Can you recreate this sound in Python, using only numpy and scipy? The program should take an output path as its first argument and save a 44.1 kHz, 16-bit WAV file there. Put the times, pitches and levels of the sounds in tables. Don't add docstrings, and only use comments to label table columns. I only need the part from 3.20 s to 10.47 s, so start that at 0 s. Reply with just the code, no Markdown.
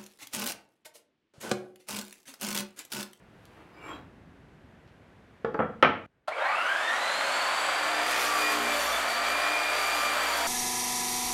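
import sys
import numpy as np
from scipy import signal
from scipy.fft import rfft, irfft, next_fast_len
from scipy.io import wavfile
from scipy.ndimage import map_coordinates

SR = 44100
rng = np.random.default_rng(int(sys.argv[2]) if len(sys.argv) > 2 else 0)


def master(y):
    cut = np.clip(np.atleast_2d(y).T, -1, 1)
    pcm = np.round(cut * 32767)
    wavfile.write(sys.argv[1], SR, pcm.astype(np.int16))


N = 320607

# f/Hz, level/dB
ROOM_TONE = [(15, -40), (25, -14.5), (65, -9), (157, -7.5), (275, -13), (358, -13), (388, -13.5),
             (563, -16), (644, -17), (1220, -22.5), (1590, -20.5), (3350, -32.5), (5000, -41),
             (13000, -52.5), (14500, -64)]
SKIN = [(800, -1), (3000, 0), (6000, -15), (11000, -14), (15500, -25)]
CLOTH = [(40, -2), (90, 1.5), (280, 0), (450, -17), (1500, -41), (6000, -73.5)]
RUB = [(120, -50), (200, -44), (298, -1.5), (613, -11.5), (1070, -9), (2650, -20), (3350, -29), (6530, -41),
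       (7690, -43), (8120, -44), (15000, -47)]
# f/Hz, t60/s
REVERB_DECAY = [(100, 0.85), (300, 0.44), (1000, 0.37), (2500, 0.4), (6000, 0.3), (14000, 0.043)]
# t/s, level/dB, t60/s, low cut/Hz
TICKS = [(0.254, -34, .01, 11000), (1.676, -69, .06, 2500), (2.248, -49, 0.012, 400),
         (2.343, -53, .01, 400), (2.396, -50.5, 0.0072, 403), (2.6261, -23, 0.0045, 400)]
# t/s at full pressure, hold/s, level/dB
STROKES = [(0.386, 0.018, -58.5), (0.696, 0.05, -44)]
# f/Hz, level/dB, t/s at peak, rise/(dB/s)
SQUARE_MODES = [(1087, -47, 0.70, 198), (2296, -58, 0.58, 500), (2310, -51, 0.643, 400),
                (2810, -58, 0.635, 280), (3260, -52.5, 0.72, 380), (3920, -65, 0.74, 200),
                (4960, -73, .55, 300), (5280, -71, 0.67, 200), (7500, -59.5, 0.687, 220),
                (9440, -74, 0.65, 165), (10230, -80, .68, 165), (11500, -79, .68, 165),
                (11940, -79, .69, 165), (13300, -82, .70, 165)]
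# t/s, level/dB, high cut/Hz, ring/dB, thud/dB
KNOCKS = [(0.7105, -37, 1600, -12, -16), (2.246, -20, 1170, 3, -6.5), (2.3444, -22.5, 1196, 5, -10.5),
          (2.391, -16, 1095, -5, -6), (2.4006, -12, 900, -14, -9.5), (2.4083, -20.5, 802, -15, -6.5),
          (2.4198, -22.5, 1410, -13, -15.5), (2.626, -7.5, 6020, -8, -21), (2.6292, -10, 3940, -5.5, -10),
          (2.647, -12.5, 3030, -13.5, -13.5)]
# f/Hz, level/dB
CLICK = [(500, -14.5), (2500, 20), (5500, 6), (8000, -9.5), (12000, -12), (15500, -15.5)]
CRACK = [(35, -48), (60, -28), (151, -22.5), (219, -5), (399, -15.5), (469, -2), (744, -6), (938, -3),
         (1050, -4.5), (1360, 1), (1490, -4), (2590, -10.5), (3050, -14), (3340, -18.5), (15000, -88)]
CLUNK = [(100, -26), (400, -18), (650, 10), (900, -4), (1450, 2), (2200, -17), (4000, -16.5), (6000, -30),
         (9500, -30), (15000, -47)]
# f/Hz, level/dB, t60/s
TOP_MODES = [(465, 7, 0.094), (570, -7, 0.088), (845, 3.5, 0.077), (1000, -22.5, .1), (1100, -10.5, 0.14),
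             (1256, -14, 0.18), (1500, -17, 0.14), (1740, -11.5, .12), (2300, -19.5, 0.11)]
FRAME_MODES = [(97.8, -18.5, 0.62), (167, -11, 0.18), (223, -1, 0.15), (270, -8, 0.12), (386, -3, 0.11)]
STEEL_MODES = [(2280, -53.5, 0.3), (3290, -57, 0.5), (7510, -76.5, .4)]
# t/s, level/dB
STEEL_TAPS = [(2.247, -4.5), (2.396, 0)]
# t/s, loss/(turns/s)
SAG = [(4.95, 0), (5.1, .47), (5.3, 1.67), (5.65, 4.35), (5.78, 4.58), (6.12, 2.8), (6.3, 2.48),
       (6.5, 2.62), (7.27, 4.13)]
# f/Hz, level/dB
RATTLE = [(60, -60), (150, -35), (300, -15), (470, -15.5), (545, -1), (900, 0.5), (1400, 1), (2200, -5.5),
          (3200, -12), (5000, -64), (9000, -47), (15000, -62)]
HISS = [(200, -20), (600, 4.5), (2000, 5), (3400, 3), (4500, -0.5), (5600, -9.5), (7500, -6), (10000, -12),
        (13000, -21.5), (15500, -38.5)]
DRAUGHT = [(30, -16), (70, -30), (130, -34), (230, -15), (330, -0.5), (470, 4), (560, 9.5), (900, 5),
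           (3000, -55)]
# f/Hz, width/Hz, level/dB
HOUSING_MODES = [(681, 34, 7.5), (1408, 51, 11), (1555, 14, 3.5), (2210, 83, -24)]
GROAN_MODES = [(674, 32, 5), (900, 170, -11), (1420, 230, -6)]
SHELL_MODES = [(570, 38, 4.5), (1200, 53, -4), (1350, 140, 7.5), (1580, 62, 5), (1906, 90, 3),
               (2253, 210, 13.5), (2550, 88, 5), (3550, 230, -2), (4100, 150, 6.5), (4460, 73, 4.5),
               (4640, 26.4, -2)]
# multiple of armature speed, running level/dB, starting level/dB,
# blade speed/(turns/s) at which the starting current has eased
WHINE_PARTIALS = [(4.01, -65, -44, 35.6), (4.43, -60, -48, 40), (5.55, -69, -54.5, 45),
                  (5.977, -65, -47, 57), (8.9, -68, -48.5, 35), (10.61, -85, -50, 40.7),
                  (11.9, -56, -48, 23), (12.2, -61, -60.5, 63), (18.23, -62, -79, 47), (20.4, -58, -72, 55),
                  (24, -69, -53, 28), (36, -79, -73, 46.6), (48.5, -77, -76, 55), (73.3, -86, -78.5, 40)]
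# multiple of blade speed, level/dB
BOARD_PARTIALS = [(2, -25), (3, -22), (4, -19.5), (4.89, -9.5), (5, -3), (7, -7), (8, -17), (9, -13)]
# f/Hz, width/Hz, level/dB
BENDING_MODE = [(234.7, 4.8, 16)]
# t/s, level/dB
FEED = [(4.8, -53.5), (4.87, -43), (5.45, -40), (5.75, -36.5), (5.85, -46), (6.35, -48), (6.7, -42),
        (7.27, -39)]
# multiple of blade speed, level/dB
HUM_PARTIALS = [(10, 2.5), (11.67, 6), (13, -0.5), (18, 4), (22, 4), (26, -3), (29, 4), (38, -17), (39, -2),
                (77, -1), (79, -14), (103, -15), (117, -20), (160, -30)]
# t/s, level/dB
IMBALANCE = [(4.4, -77), (4.95, -64), (5.35, -63.5), (5.58, -57), (5.76, -53), (5.93, -66), (6.08, -58),
             (6.35, -66), (6.75, -58.5), (6.95, -61), (7.2, -55)]
# f/Hz, width/Hz, level/dB
PLATE_MODES = [(698, 17, 1.5), (1176, 25, 8), (1328, 25, 3), (1757, 36, 4.5), (1894, 31, 10), (3540, 22, 1)]
RIM_MODES = [(5490, 23, 1.5), (5980, 33, 1.5), (5900, 26, -1), (7050, 280, -4.5), (8250, 170, -13),
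             (9530, 46.5, 0), (10200, 92, -7), (11400, 47, -4), (12160, 61, -6.5), (12970, 38, -1.5)]
# f/Hz, level/dB
CHIPS = [(80, -36), (250, -4.5), (450, 2.5), (1200, -0.5), (3500, 4), (5000, -2), (6800, 0.5),
         (10000, -0.5), (13000, -1.5), (14500, -7), (15800, -18)]
RASP = [(250, -27), (400, -6.5), (550, -2.5), (900, -0.5), (1400, -0.5), (2200, 1), (3300, -3.5),
        (4500, -8), (6000, -14), (9000, -17), (13000, -20.5), (15500, -32)]
# multiple of blade speed, level/dB
WHISTLE_PARTIALS = [(20, -46.5), (40, -46), (80, -52.5)]
# t/s, half length/s, multiple of blade speed, level/dB
SQUEALS = [(4.846, .025, 20, -42), (5.08, 0.032, 19, -34), (5.17, 0.037, 19, -34.5), (5.12, 0.055, 20, -52),
           (5.11, .05, 88, -52), (5.266, 0.044, 40, -35.5), (5.28, 0.051, 80, -47),
           (5.513, 0.039, 40, -36.5), (5.54, .025, 58.5, -41), (5.656, .025, 60.5, -41),
           (5.7, 0.027, 20, -36), (5.732, .01, 60.5, -35), (5.77, 0.013, 60.5, -34.5),
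           (5.79, 0.03, 20, -43), (5.96, 0.022, 78, -41), (6.026, 0.05, 20, -40), (6.15, .04, 40, -38.5),
           (6.273, 0.029, 40, -38), (6.36, 0.03, 40, -36), (6.48, 0.053, 40, -38), (6.6, 0.044, 20, -49),
           (6.45, 0.061, 78, -45.5), (6.674, 0.093, 78, -42), (6.718, 0.047, 40, -43),
           (6.77, 0.056, 80, -45.5), (6.803, 0.12, 20, -37), (6.88, 0.04, 40, -38), (7.023, 0.03, 40, -45),
           (7.05, .025, 80, -48), (7.096, 0.075, 78, -43.5), (7.22, 0.14, 16.1, -36.5)]

SCENE_CHANGE_S, SWITCH_ON_S, FULL_TORQUE_S = 2.863, 3.078, 3.16
TEETH, GEAR_RATIO = 40, 6.53
TIME = np.arange(N) / SR


def amp(db):
    return 10 ** (np.asarray(db) / 20)


def unit(x):
    return x / np.sqrt(np.mean(x ** 2) + 1e-20)


def along(points, hz):
    f, v = np.transpose(points)
    return np.interp(np.log(hz + 1), np.log(f + 1), v)


def envelope(points):
    return np.interp(TIME, *np.transpose(points))


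def ramp(start_s, rise_s):
    return np.clip((TIME - start_s) / rise_s, 0, 1)


def swell(s, hold_s, rise_db_per_s, fall_db_per_s):
    t = TIME - s
    return amp(-rise_db_per_s * np.maximum(-t, 0) - fall_db_per_s * np.maximum(t - hold_s, 0))


def wobble(rate):
    return map_coordinates(rng.standard_normal(int(N * rate / SR) + 4), [TIME * rate])


def butter(x, order, hz, kind):
    return signal.sosfilt(signal.butter(order, hz, kind, fs=SR, output="sos"), x)


def filtered(x, response):
    size = next_fast_len(len(x) + 8192)
    return irfft(rfft(x, size) * response(np.fft.rfftfreq(size, 1 / SR)), size)[:len(x)]


def coloured(x, spectrum):
    size = 4096
    cepstrum = irfft(np.log(amp(along(spectrum, np.fft.rfftfreq(size, 1 / SR)))))
    cepstrum[1:size // 2] *= 2
    cepstrum[size // 2 + 1:] = 0
    return signal.fftconvolve(x, irfft(np.exp(rfft(cepstrum))))[:len(x)]


def resonate(x, modes):
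    return filtered(x, lambda f: sum(amp(db) * 1j * f * width / (hz * hz - f * f + 1j * f * width)
                                     for hz, width, db in modes))


def noise(spectrum):
    return unit(filtered(rng.standard_normal(N), lambda hz: amp(along(spectrum, hz))))


def singing(modes):
    return unit(resonate(rng.standard_normal(N), modes))


def tone(cycles, rough, flutter_rate):
    angle = 2 * np.pi * cycles
    carrier = (1 + rough * wobble(flutter_rate)) * np.sin(angle)
    return unit(carrier + rough * wobble(flutter_rate) * np.cos(angle))


def partials(rows, turns):
    return sum(amp(db + 4.7 * wobble(5)) * np.sin(2 * np.pi * k * turns + 0.35 * wobble(7))
               for k, db in rows)


def burst(t60):
    t = TIME[:SR // 2]
    return rng.standard_normal(len(t)) * amp(-60 * t / t60)


def struck(modes):
    t = TIME[:SR // 2]
    return sum(amp(db + rng.normal(0, 0.97) - 60 * t / t60) * np.sin(2 * np.pi * hz * t)
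               for hz, db, t60 in modes)


def add(track, s, sound):
    part = track[round(s * SR):][:len(sound)]
    part += sound[:len(part)]


def room(x, wet_db):
    hz, t, bands = signal.stft(rng.standard_normal(SR * 2 // 3), SR, nperseg=256)
    tail = signal.istft(bands * amp(-60 * t / along(REVERB_DECAY, hz)[:, None]), SR, nperseg=256)[1]
    tail = np.pad(tail / np.linalg.norm(tail), (SR // 250, 0))
    return x + amp(wet_db) * signal.fftconvolve(x, tail)[:len(x)]


def handling():
    hand = amp(-67.5) * swell(.23, hold_s=0.14, rise_db_per_s=55, fall_db_per_s=34.5) * noise(SKIN)
    clothes = amp(-54.5) * swell(0.72, hold_s=0.13, rise_db_per_s=41, fall_db_per_s=9.5) * noise(CLOTH)
    return hand + clothes


def ticks():
    out = np.zeros(N)
    for s, db, t60, low_cut_hz in TICKS:
        click = coloured(butter(burst(t60), 2, low_cut_hz, "highpass"), CLICK)
        add(out, s, amp(db) * room(click, wet_db=-6.5))
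    return out


def square_slide():
    pressure = sum(amp(db) * swell(s, hold_s, rise_db_per_s=80, fall_db_per_s=180)
                   for s, hold_s, db in STROKES)
    grit = rng.standard_normal(N) * amp(3 * wobble(600))
    out = room(pressure * unit(coloured(grit, RUB)), wet_db=-10)
    for hz, db, s, rise in SQUARE_MODES:
        gain = amp(db) * swell(s, hold_s=0.026, rise_db_per_s=rise, fall_db_per_s=276)
        out += gain * tone(hz * TIME, rough=0.76, flutter_rate=170)
    return out


def knocks():
    out = np.zeros(N)
    for s, db, high_cut_hz, ring_db, thud_db in KNOCKS:
        crack = amp(13) * coloured(burst(t60=0.048), CRACK)
        ring = amp(ring_db - 13) * struck(TOP_MODES)
        thud = amp(thud_db - 9.5) * struck(FRAME_MODES)
        blow = butter(crack + ring + thud, 2, [110, high_cut_hz], "bandpass")
        add(out, s, amp(db) * room(blow, wet_db=-6))
    for s, db in STEEL_TAPS:
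        add(out, s, amp(db) * struck(STEEL_MODES))
    return out


def switch():
    out = np.zeros(N)
    add(out, 3.0755, amp(-24) * coloured(burst(t60=0.035), CLUNK))
    add(out, 3.0805, amp(-14.5) * coloured(burst(t60=0.083), CLUNK))
    return room(out, wet_db=-9)


def blade_speed():
    kick_speed, free_speed = 12.2, 62.9
    kick_s, spin_up_s = .025, .528
    t = np.maximum(TIME - SWITCH_ON_S, 0)
    climb = free_speed - (free_speed - kick_speed) * np.exp(-t / spin_up_s)
    return climb * (1 - np.exp(-t / kick_s)) - envelope(SAG)


def motor(speed, turns, cutting):
    share = speed / speed.max()
    torque = amp(-8.5 * (1 - ramp(FULL_TORQUE_S, 0.035)))
    starting_current = np.clip((56 - speed) / 21, 0, 1)
    damping = amp(-2.5 * cutting)
    armature_pulse = 1 + 0.21 * np.sin(2 * np.pi * GEAR_RATIO * turns)
    rattle = amp(-31 + 0.18 * wobble(8.8)) * share ** 0.34 * unit(noise(RATTLE) * armature_pulse)
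    grind = amp(-42.5) * singing(HOUSING_MODES)
    groan = amp(-38.5) * starting_current * singing(GROAN_MODES)
    gear_case = butter(grind + groan, 3, [500, 4500], "bandpass")
    fan = amp(-33.5 - 0.49 * np.maximum(55.6 - speed, 0)) * noise(HISS)
    air = damping * fan + amp(-44.5) * share ** 4 * noise(DRAUGHT)
    sparks = amp(-54) * noise(HISS)
    whine_gain = damping * amp(-9 * (1 - ramp(FULL_TORQUE_S, 0.085)))
    return torque * (damping * rattle + gear_case + sparks) + air + whine_gain * whine(speed, turns)


def whine(speed, turns):
    out = 0
    swing = 1 + .9 * np.sin(2 * np.pi * turns)
    for k, running_db, starting_db, eased_speed in WHINE_PARTIALS:
        starting_current = np.clip((eased_speed - speed) / 11.8, 0, 1)
        cycles = k * GEAR_RATIO * turns
        line = swing * tone(cycles, rough=.8, flutter_rate=90)
        chatter = (0.21 + .5 * starting_current) * tone(cycles, rough=3, flutter_rate=260)
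        db = running_db + starting_current * (starting_db - running_db) + 2.4 * wobble(14)
        out += amp(db) * (line + chatter)
    out = butter(out, 6, 490, "highpass")
    return room(out + resonate(out, SHELL_MODES), wet_db=-1.5)


def blade_ring(turns, feed_db):
    hum = amp(-46.5) * partials(HUM_PARTIALS, turns)
    plate = amp(-39.5 + 3 * wobble(5.7)) * singing(PLATE_MODES)
    rim = amp(feed_db - 3 + 2.9 * wobble(12)) * singing(RIM_MODES)
    imbalance = amp(envelope(IMBALANCE)) * unit(np.sin(2 * np.pi * turns))
    return hum + plate + rim + imbalance


def board_drone(turns, cutting, feed_db):
    idle_db, pressed_db = -55.5, -47 + 0.27 * np.clip(feed_db + 41, -5, 2)
    steady = amp(idle_db + cutting * (pressed_db - idle_db))
    chatter = amp(-40.5) * swell(5.43, hold_s=0.033, rise_db_per_s=36, fall_db_per_s=202)
    drone = (steady + chatter) * partials(BOARD_PARTIALS, turns)
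    return drone + resonate(drone, BENDING_MODE)


def chips(turns, runout, feed_db):
    tooth = np.floor(turns * TEETH).astype(int)
    bite = 0.4 + rng.standard_normal(TEETH)
    strikes = np.diff(tooth, prepend=0) * bite[tooth % TEETH]
    tearing = unit(strikes * rng.standard_normal(N)) + 0.67 * unit(strikes)
    gain = amp(feed_db - 6.5 + 1.8 * wobble(30))
    return room(gain * unit(coloured(tearing * runout, CHIPS)), wet_db=4)


def rasp(turns, runout, cutting):
    size, drift = 640, 0.37
    loop = lambda: map_coordinates(rng.standard_normal(size), [turns * size % size], mode="grid-wrap")
    scrape = loop() + drift * (wobble(4) * loop() + wobble(4) * loop())
    return amp(-38.5 + 2 * wobble(13)) * cutting * unit(runout * coloured(scrape, RASP))


def whistle(turns, cutting):
    line = lambda k: tone(k * turns, rough=.35, flutter_rate=80)
    steady = sum(amp(db + 1.1 * wobble(11)) * line(k) for k, db in WHISTLE_PARTIALS)
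    squeals = sum(amp(db) * np.exp(-.5 * ((TIME - s) / half_s) ** 2) * line(k)
                  for s, half_s, k, db in SQUEALS)
    return cutting * steady + squeals


def blade(speed, turns, cutting):
    feed_db = envelope(FEED)
    runout = 1 + 0.26 * np.sin(2 * np.pi * turns) + 0.23 * np.sin(2 * np.pi * 2 * turns)
    body = blade_ring(turns, feed_db) + board_drone(turns, cutting, feed_db)
    teeth = chips(turns, runout, feed_db) + rasp(turns, runout, cutting) + whistle(turns, cutting)
    return (speed / speed.max()) ** 6 * (body + teeth)


def scene():
    bench = amp(-56.5) * noise(ROOM_TONE) + handling() + ticks() + square_slide() + knocks()
    speed = blade_speed()
    turns = np.cumsum(speed) / SR
    cutting = ramp(start_s=4.47, rise_s=0.53)
    running = ramp(SWITCH_ON_S, .007) * (motor(speed, turns, cutting) + blade(speed, turns, cutting))
    saw = switch() + running + amp(-72) * noise(ROOM_TONE)
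    return np.where(TIME < SCENE_CHANGE_S, bench, saw)[None]


def record(dry):
    ceiling, top_hz = .8, 15800
    thinned = butter(dry[0], 4, 40, "highpass")
    rounded = thinned / (1 + (thinned / ceiling) ** 4) ** .25
    return filtered(rounded, lambda hz: hz < top_hz)[None]


dry = scene()
out = record(dry)
master(out)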